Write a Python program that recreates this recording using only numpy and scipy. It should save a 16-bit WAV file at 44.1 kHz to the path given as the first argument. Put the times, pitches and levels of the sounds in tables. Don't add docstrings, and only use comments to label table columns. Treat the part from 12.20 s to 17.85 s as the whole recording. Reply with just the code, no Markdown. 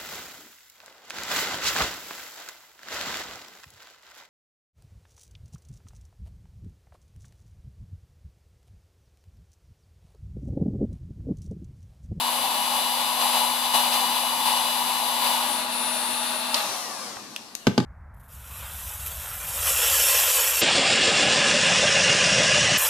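import sys
import numpy as np
from scipy import signal
from scipy.fft import rfft, irfft, next_fast_len
from scipy.io import wavfile
from scipy.ndimage import map_coordinates

SR = 44100
rng = np.random.default_rng(int(sys.argv[2]) if len(sys.argv) > 2 else 0)


def log_audio(samples):
    frames = np.atleast_2d(samples).T
    limited = np.clip(frames, -1, 1)
    pcm = np.round(limited * 32767).astype(np.int16)
    wavfile.write(sys.argv[1], SR, pcm)


N = 249165

# (frequency [Hz], t60 [s])
ROOM_DECAY = [(150, 0.26), (2000, 0.37), (10000, 0.39)]
# (frequency [Hz], correlation [-1 to 1])
COHERENCE = [(130, 0.38), (240, 0.93), (400, 0.28), (600, 0.87), (1050, 0.87), (1400, 0.12), (2000, 0.053),
             (3300, 0.5), (4500, 0.38), (6700, 0.031)]
# (frequency [Hz], gain [dB], phase lag [rad])
RIGHT_RESPONSE = [(120, 4, 0.36), (257, -1.8, 0.3), (805, -2.5, .15), (1010, -4.5, 0.66), (1530, -1, -1.14),
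                  (1980, 2, -0.35), (3160, -1, -0.96), (4200, -5.5, 1), (6800, -7.5, -0.16),
                  (8460, -15, -1.1), (13900, -44, 0)]
# (time [s], thump gain [dB], crack level [dB], t60 multiplier [ratio])
IMPACTS = [(5.4694, -6, -10.5, 0.9), (5.5788, -8, -13, 1.2), (5.6014, -16, -23, 0.88)]
# (frequency [Hz], relative level [dB], t60 [s])
TABLE_MODES = [(98, -21, 0.18), (128, -11, 0.14), (171, -12.5, 0.15), (195, -8.5, 0.13), (244, 1.5, 0.061),
               (358, -8, 0.066), (410, -6.5, 0.03), (860, -9.5, .035), (1194, -13.5, 0.033),
               (1526, -14.5, 0.044), (3800, -29, 0.014), (4850, -14, .02)]
# (frequency [Hz], relative spectral density [dB])
CRACK_SPECTRUM = [(60, -38), (250, 7), (900, 0), (2200, -8), (4200, -4.5), (6500, -12), (9000, -18.5),
                  (14000, -28)]
# (time [s], level [dB], centre [Hz], half-width [octaves], t60 [s], ring gain [dB])
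SNAPS = [(4.3439, -8.5, 4440, 0.24, 0.017, -12.5), (4.3445, -16, 9000, 1.3, .008, -20),
         (4.9678, -24.5, 760, 0.52, 0.018, -21), (5.1626, -19.5, 3140, 0.82, 0.011, -20),
         (5.352, -16.5, 4950, 1.3, 0.0099, -29)]
# (time [s], share turned aside [0-1])
TURN_PATH = [(3.1, 0.02), (3.5, 0.97)]
# (peak time [s], height [dB], rise time [s])
LEVEL_JUMPS = [(.555, 1.5, .03), (1.02, 4.5, 0.035), (1.16, 4.5, 0.041), (1.545, 8.5, 0.0099),
               (1.74, 4.5, 0.034), (2.27, 5, .022), (3.07, 4.5, 0.076), (4.37, 6, 0.047)]
# (order [multiple of shaft speed], side-on level [dB], turned-aside level [dB])
FAN_HARMONICS = [(1, -45, -43), (4, -36, -42), (11, -65, -58), (12, -35.5, -49), (15, -49.5, -42.5),
                 (16, -42, -73), (18, -50, -58), (19, -45, -52), (20, -41, -58), (24, -51, -47.5),
                 (25, -44.5, -53), (26, -52.5, -67), (30, -46.5, -50.5), (31, -38.5, -61), (35, -67, -42),
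                 (36, -47, -61), (38, -42.5, -81), (39, -59, -41.5), (40, -33, -30.5), (41, -43, -36.5),
                 (44, -87, -36), (45, -33, -45), (46, -39.5, -40), (47, -73, -52), (50, -40, -55),
                 (51, -39.5, -56), (53, -44, -63), (55, -36.5, -46), (56, -42, -52), (58, -45, -53),
                 (59, -40, -54)]
# (time [s], relative level [dB])
WHINE_BEAM = [(3.35, -32), (3.404, -34), (3.482, -43.5), (3.538, -36), (3.668, -33.5), (4.096, -35.5),
              (4.226, -40), (4.33, -37.5)]
# (frequency [Hz], level [dB])
SHELL_RESPONSE = [(200, -64), (600, -46), (1150, -50), (1500, -55), (2200, -56), (3400, -55.5),
                  (4300, -53.5), (5700, -46.5), (7500, -64), (10000, -49.5), (14000, -61)]
# (frequency [Hz], relative spectral density [dB])
RUMBLE_SPECTRUM = [(30, -46), (55, -38), (80, -33), (128, -12), (160, -20), (210, -2.5), (300, -6),
                   (420, -9.5), (700, -38.5)]
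# (frequency [Hz], side-on [dB], turned aside [dB], coasting [dB])
BARREL_SPECTRA = [(325, -27, -33, -39), (448, -27, -23, -19), (531, -11.5, -15.5, -1.5), (637, -10, -4, -7),
                  (727, -6, -16, 1), (854.5, 2, 2, -1.5), (1070, 0, -8, 1), (1173, -7, -4.5, 4.5),
                  (1317, -14, -10, -13), (1850, -22, -23.5, -42)]
# (frequency [Hz], side-on [dB], turned aside [dB], coasting [dB])
NOZZLE_SPECTRA = [(900, -15, -24, -37), (1430, -10, -5, -3), (2370, -8, -12, -12), (2660, -2.5, -0.5, -7),
                  (3180, -5, -11.5, -8), (3450, 1.5, -1.5, -7), (4330, -1, -1, 0.5), (5050, -8, -11.5, -6),
                  (6800, -17.5, -16.5, -3), (7350, -11.5, -11.5, -4.5), (10200, -9, -17, -6.5),
                  (12400, -10.5, -14, -11.5), (14600, -15.5, -15.5, -13.5)]

OFF_S, COAST_S = 4.343, 0.745
AWAY_S, AWAY_TAKES_S = 4.88, 0.21
SHAFT_HZ, SAG_HZ, WANDER_HZ = 244.05, 0.5, 0.12
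BLADE_ORDERS, COMMUTATOR_SEGMENTS = (12, 18), 5
HOP = 64
TIME = np.arange(N) / SR


def amp(db):
    return 10 ** (np.asarray(db) / 20)


def along(points, hz, column=1):
    columns = np.transpose(points)
    return np.interp(np.log(hz + 1), np.log(columns[0] + 1), columns[column])


def wobble(rate, step=1):
    coarse = np.arange(0, N, HOP)
    slow = map_coordinates(rng.standard_normal(int(N * rate / SR) + 4), [coarse * rate / SR])
    return np.interp(np.arange(0, N, step), coarse, slow)


def filtered(x, response):
    size = x.shape[-1]
    padded = next_fast_len(size + 8192)
    return irfft(rfft(x, padded) * response(np.fft.rfftfreq(padded, 1 / SR)), padded)[..., :size]


def noise(colour_db, size=N):
    def response(hz):
        angle = np.arccos(np.clip(along(COHERENCE, hz), -1, 1)) / 2
        return amp(colour_db(hz)) * [np.cos(angle), np.sin(angle)]
    mid, side = filtered(rng.standard_normal((2, size)), response)
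    pair = np.array([mid + side, mid - side])
    return pair / np.sqrt(np.mean(pair ** 2) + 1e-20)


def add(track, start_s, sound):
    part = track[:, round(start_s * SR):][:, :sound.shape[-1]]
    part += sound[..., :part.shape[-1]]


def room(x):
    hz, t, spectrum = signal.stft(noise(np.zeros_like, SR // 2), SR, nperseg=256)
    decay = amp(-60 * t / along(ROOM_DECAY, hz)[:, None])
    tail = signal.istft(spectrum * decay, SR, nperseg=256)[1]
    delayed = np.pad(tail, ((0, 0), (SR // 200, 0))) / np.linalg.norm(tail[0])
    return signal.fftconvolve(x, delayed, axes=1)[:, :N]


def table_knocks(crack_t60=0.036):
    out, t = np.zeros((2, N)), np.arange(SR // 3) / SR
    low_cut = signal.butter(2, 85, "high", fs=SR, output="sos")
    for start_s, thump_db, crack_db, t60_scale in IMPACTS:
        modes = np.zeros_like(t)
        for k, (hz, db, t60) in enumerate(TABLE_MODES):
            envelope = amp(db + rng.normal(0, 1) - 60 * t / (t60 * t60_scale))
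            modes += (-1) ** k * envelope * np.sin(2 * np.pi * hz * t)
        thump = signal.sosfilt(low_cut, modes)
        crack = noise(lambda hz: along(CRACK_SPECTRUM, hz), len(t)) * amp(-60 * t / crack_t60)
        add(out, start_s, amp(thump_db) * thump + amp(crack_db) * crack)
    return out


def plastic_clicks(ring_t60=0.083, lowest_hz=150):
    out, t = np.zeros((2, N)), np.arange(SR // 4) / SR
    for start_s, db, centre_hz, octaves, t60, ring_db in SNAPS:
        def band_db(hz):
            detuning = np.log2((hz + 1) / centre_hz) / octaves
            return -20 * np.log10(1 + detuning ** 2) - 40 * (hz < lowest_hz)
        envelope = amp(-60 * t / t60) + amp(ring_db - 60 * t / ring_t60)
        add(out, start_s, amp(db) * envelope * noise(band_db, len(t)))
    return out


def motion():
    speed = np.exp(-np.maximum(TIME - OFF_S, 0) / COAST_S)
    aside = np.clip(np.interp(TIME, *np.transpose(TURN_PATH)), 0, 1)
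    away = np.clip((TIME - AWAY_S) / AWAY_TAKES_S, 0, 1)
    return speed, aside, away


def jump_db(settle_s):
    return sum(db * np.clip(1 + (TIME - peak_s) / rise_s, 0, 1)
               * np.exp(-np.maximum(TIME - peak_s, 0) / settle_s) for peak_s, db, rise_s in LEVEL_JUMPS)


def fan_tones(weak_db=-55, hum_db=1, blade_db=11.5, commutator_db=8.5, jitter=0.00028, spread_rad=0.068):
    speed, aside, away = motion()
    shaft_hz = (SHAFT_HZ - SAG_HZ * aside + WANDER_HZ * wobble(3)) * speed * (1 + jitter * wobble(60))
    shaft_angle = 2 * np.pi * (np.cumsum(shaft_hz) / SR % 1)
    speed, aside, away = speed[::HOP], aside[::HOP], away[::HOP]
    gliding = np.clip((1 - speed) / 0.13, 0, 1)
    strong = {round(order): levels for order, *levels in FAN_HARMONICS}
    overall_db = -1.5 + 5.5 * np.log2(speed) - 7 * away
    lift_db = jump_db(settle_s=0.12)[::HOP]
    beam_times, beam_levels = np.transpose(WHINE_BEAM)
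    beam_db = (np.interp(TIME[::HOP], beam_times, beam_levels) - beam_levels.mean()) * aside
    out = np.zeros((2, N))
    for order in range(1, 81):
        is_blade = order in BLADE_ORDERS
        is_commutator = order % COMMUTATOR_SEGMENTS == 0 and order > 20
        side_on_db, turned_db = strong.get(order, (weak_db, weak_db))
        sway_db = beam_db + 1.33 * wobble(16, HOP) + 0.45 * wobble(2.83, HOP)
        steady_db = side_on_db + (turned_db - side_on_db) * aside
        steady_db += hum_db if order == 1 else sway_db
        glide_db = along(SHELL_RESPONSE, order * shaft_hz[::HOP]) + 0.1 * (side_on_db - weak_db) - 3
        glide_db += 3.5 * wobble(14, HOP)
        glide_db += blade_db * is_blade * np.sqrt(speed) + commutator_db * is_commutator
        jump_share = 0.86 if is_blade else 0.66
        gain = amp(overall_db + jump_share * lift_db + steady_db + (glide_db - steady_db) * gliding)
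        phase = 2 * np.pi * rng.random()
        offset = spread_rad * max(order - BLADE_ORDERS[0], 0) * rng.standard_normal((2, 1))
        out += np.repeat(gain, HOP)[:N] * np.cos(order * shaft_angle + phase + offset)
    return np.sqrt(2) * out


def turbulence(spectra, speed, aside):
    coasting = np.clip((1 - speed) / 0.4, 0, 1)
    weights = np.sqrt([1 - aside, aside * (1 - coasting), aside * coasting])
    lowest_hz = spectra[0][0] / 2
    return sum(weight * noise(lambda hz: along(spectra, hz, column) - 120 * (hz < lowest_hz))
               for column, weight in enumerate(weights, start=1))


def airflow(roar_flutter_db=0.36, hiss_flutter_db=0.7, rumble_flutter_db=2.7):
    speed, aside, away = motion()
    halvings = -np.log2(speed)
    roar_db = -27 + jump_db(settle_s=0.079) - 4 * aside ** 2 - 9.5 * halvings - 6 * away
    hiss_db = -27.5 + 0.81 * jump_db(settle_s=0.08) - 2 * aside - 8 * halvings - 3 * away
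    rumble_db = -51.5 + 3.5 * aside - 3 * halvings + rumble_flutter_db * wobble(12)
    roar = amp(roar_db + roar_flutter_db * wobble(35)) * turbulence(BARREL_SPECTRA, speed, aside)
    hiss = amp(hiss_db + hiss_flutter_db * wobble(24.7)) * turbulence(NOZZLE_SPECTRA, speed, aside)
    rumble = amp(rumble_db) * noise(lambda hz: along(RUMBLE_SPECTRUM, hz))
    return roar + hiss + rumble


def scene():
    hits = plastic_clicks() + table_knocks()
    tones = fan_tones()
    falling = tones * (TIME > OFF_S)
    return airflow() + tones + hits + room(amp(-10) * hits + amp(-4) * falling)


def record(dry, overload=0.92, top_hz=14650):
    def right_response(hz):
        return amp(along(RIGHT_RESPONSE, hz)) * np.exp(-1j * along(RIGHT_RESPONSE, hz, column=2))
    heard = np.array([dry[0], filtered(dry[1], right_response)])
    saturated = heard / (1 + np.abs(heard / overload) ** 6) ** (1 / 6)
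    return filtered(saturated, lambda hz: 1 / (1 + (hz / top_hz) ** 300))


dry = scene()
out = record(dry)
log_audio(out)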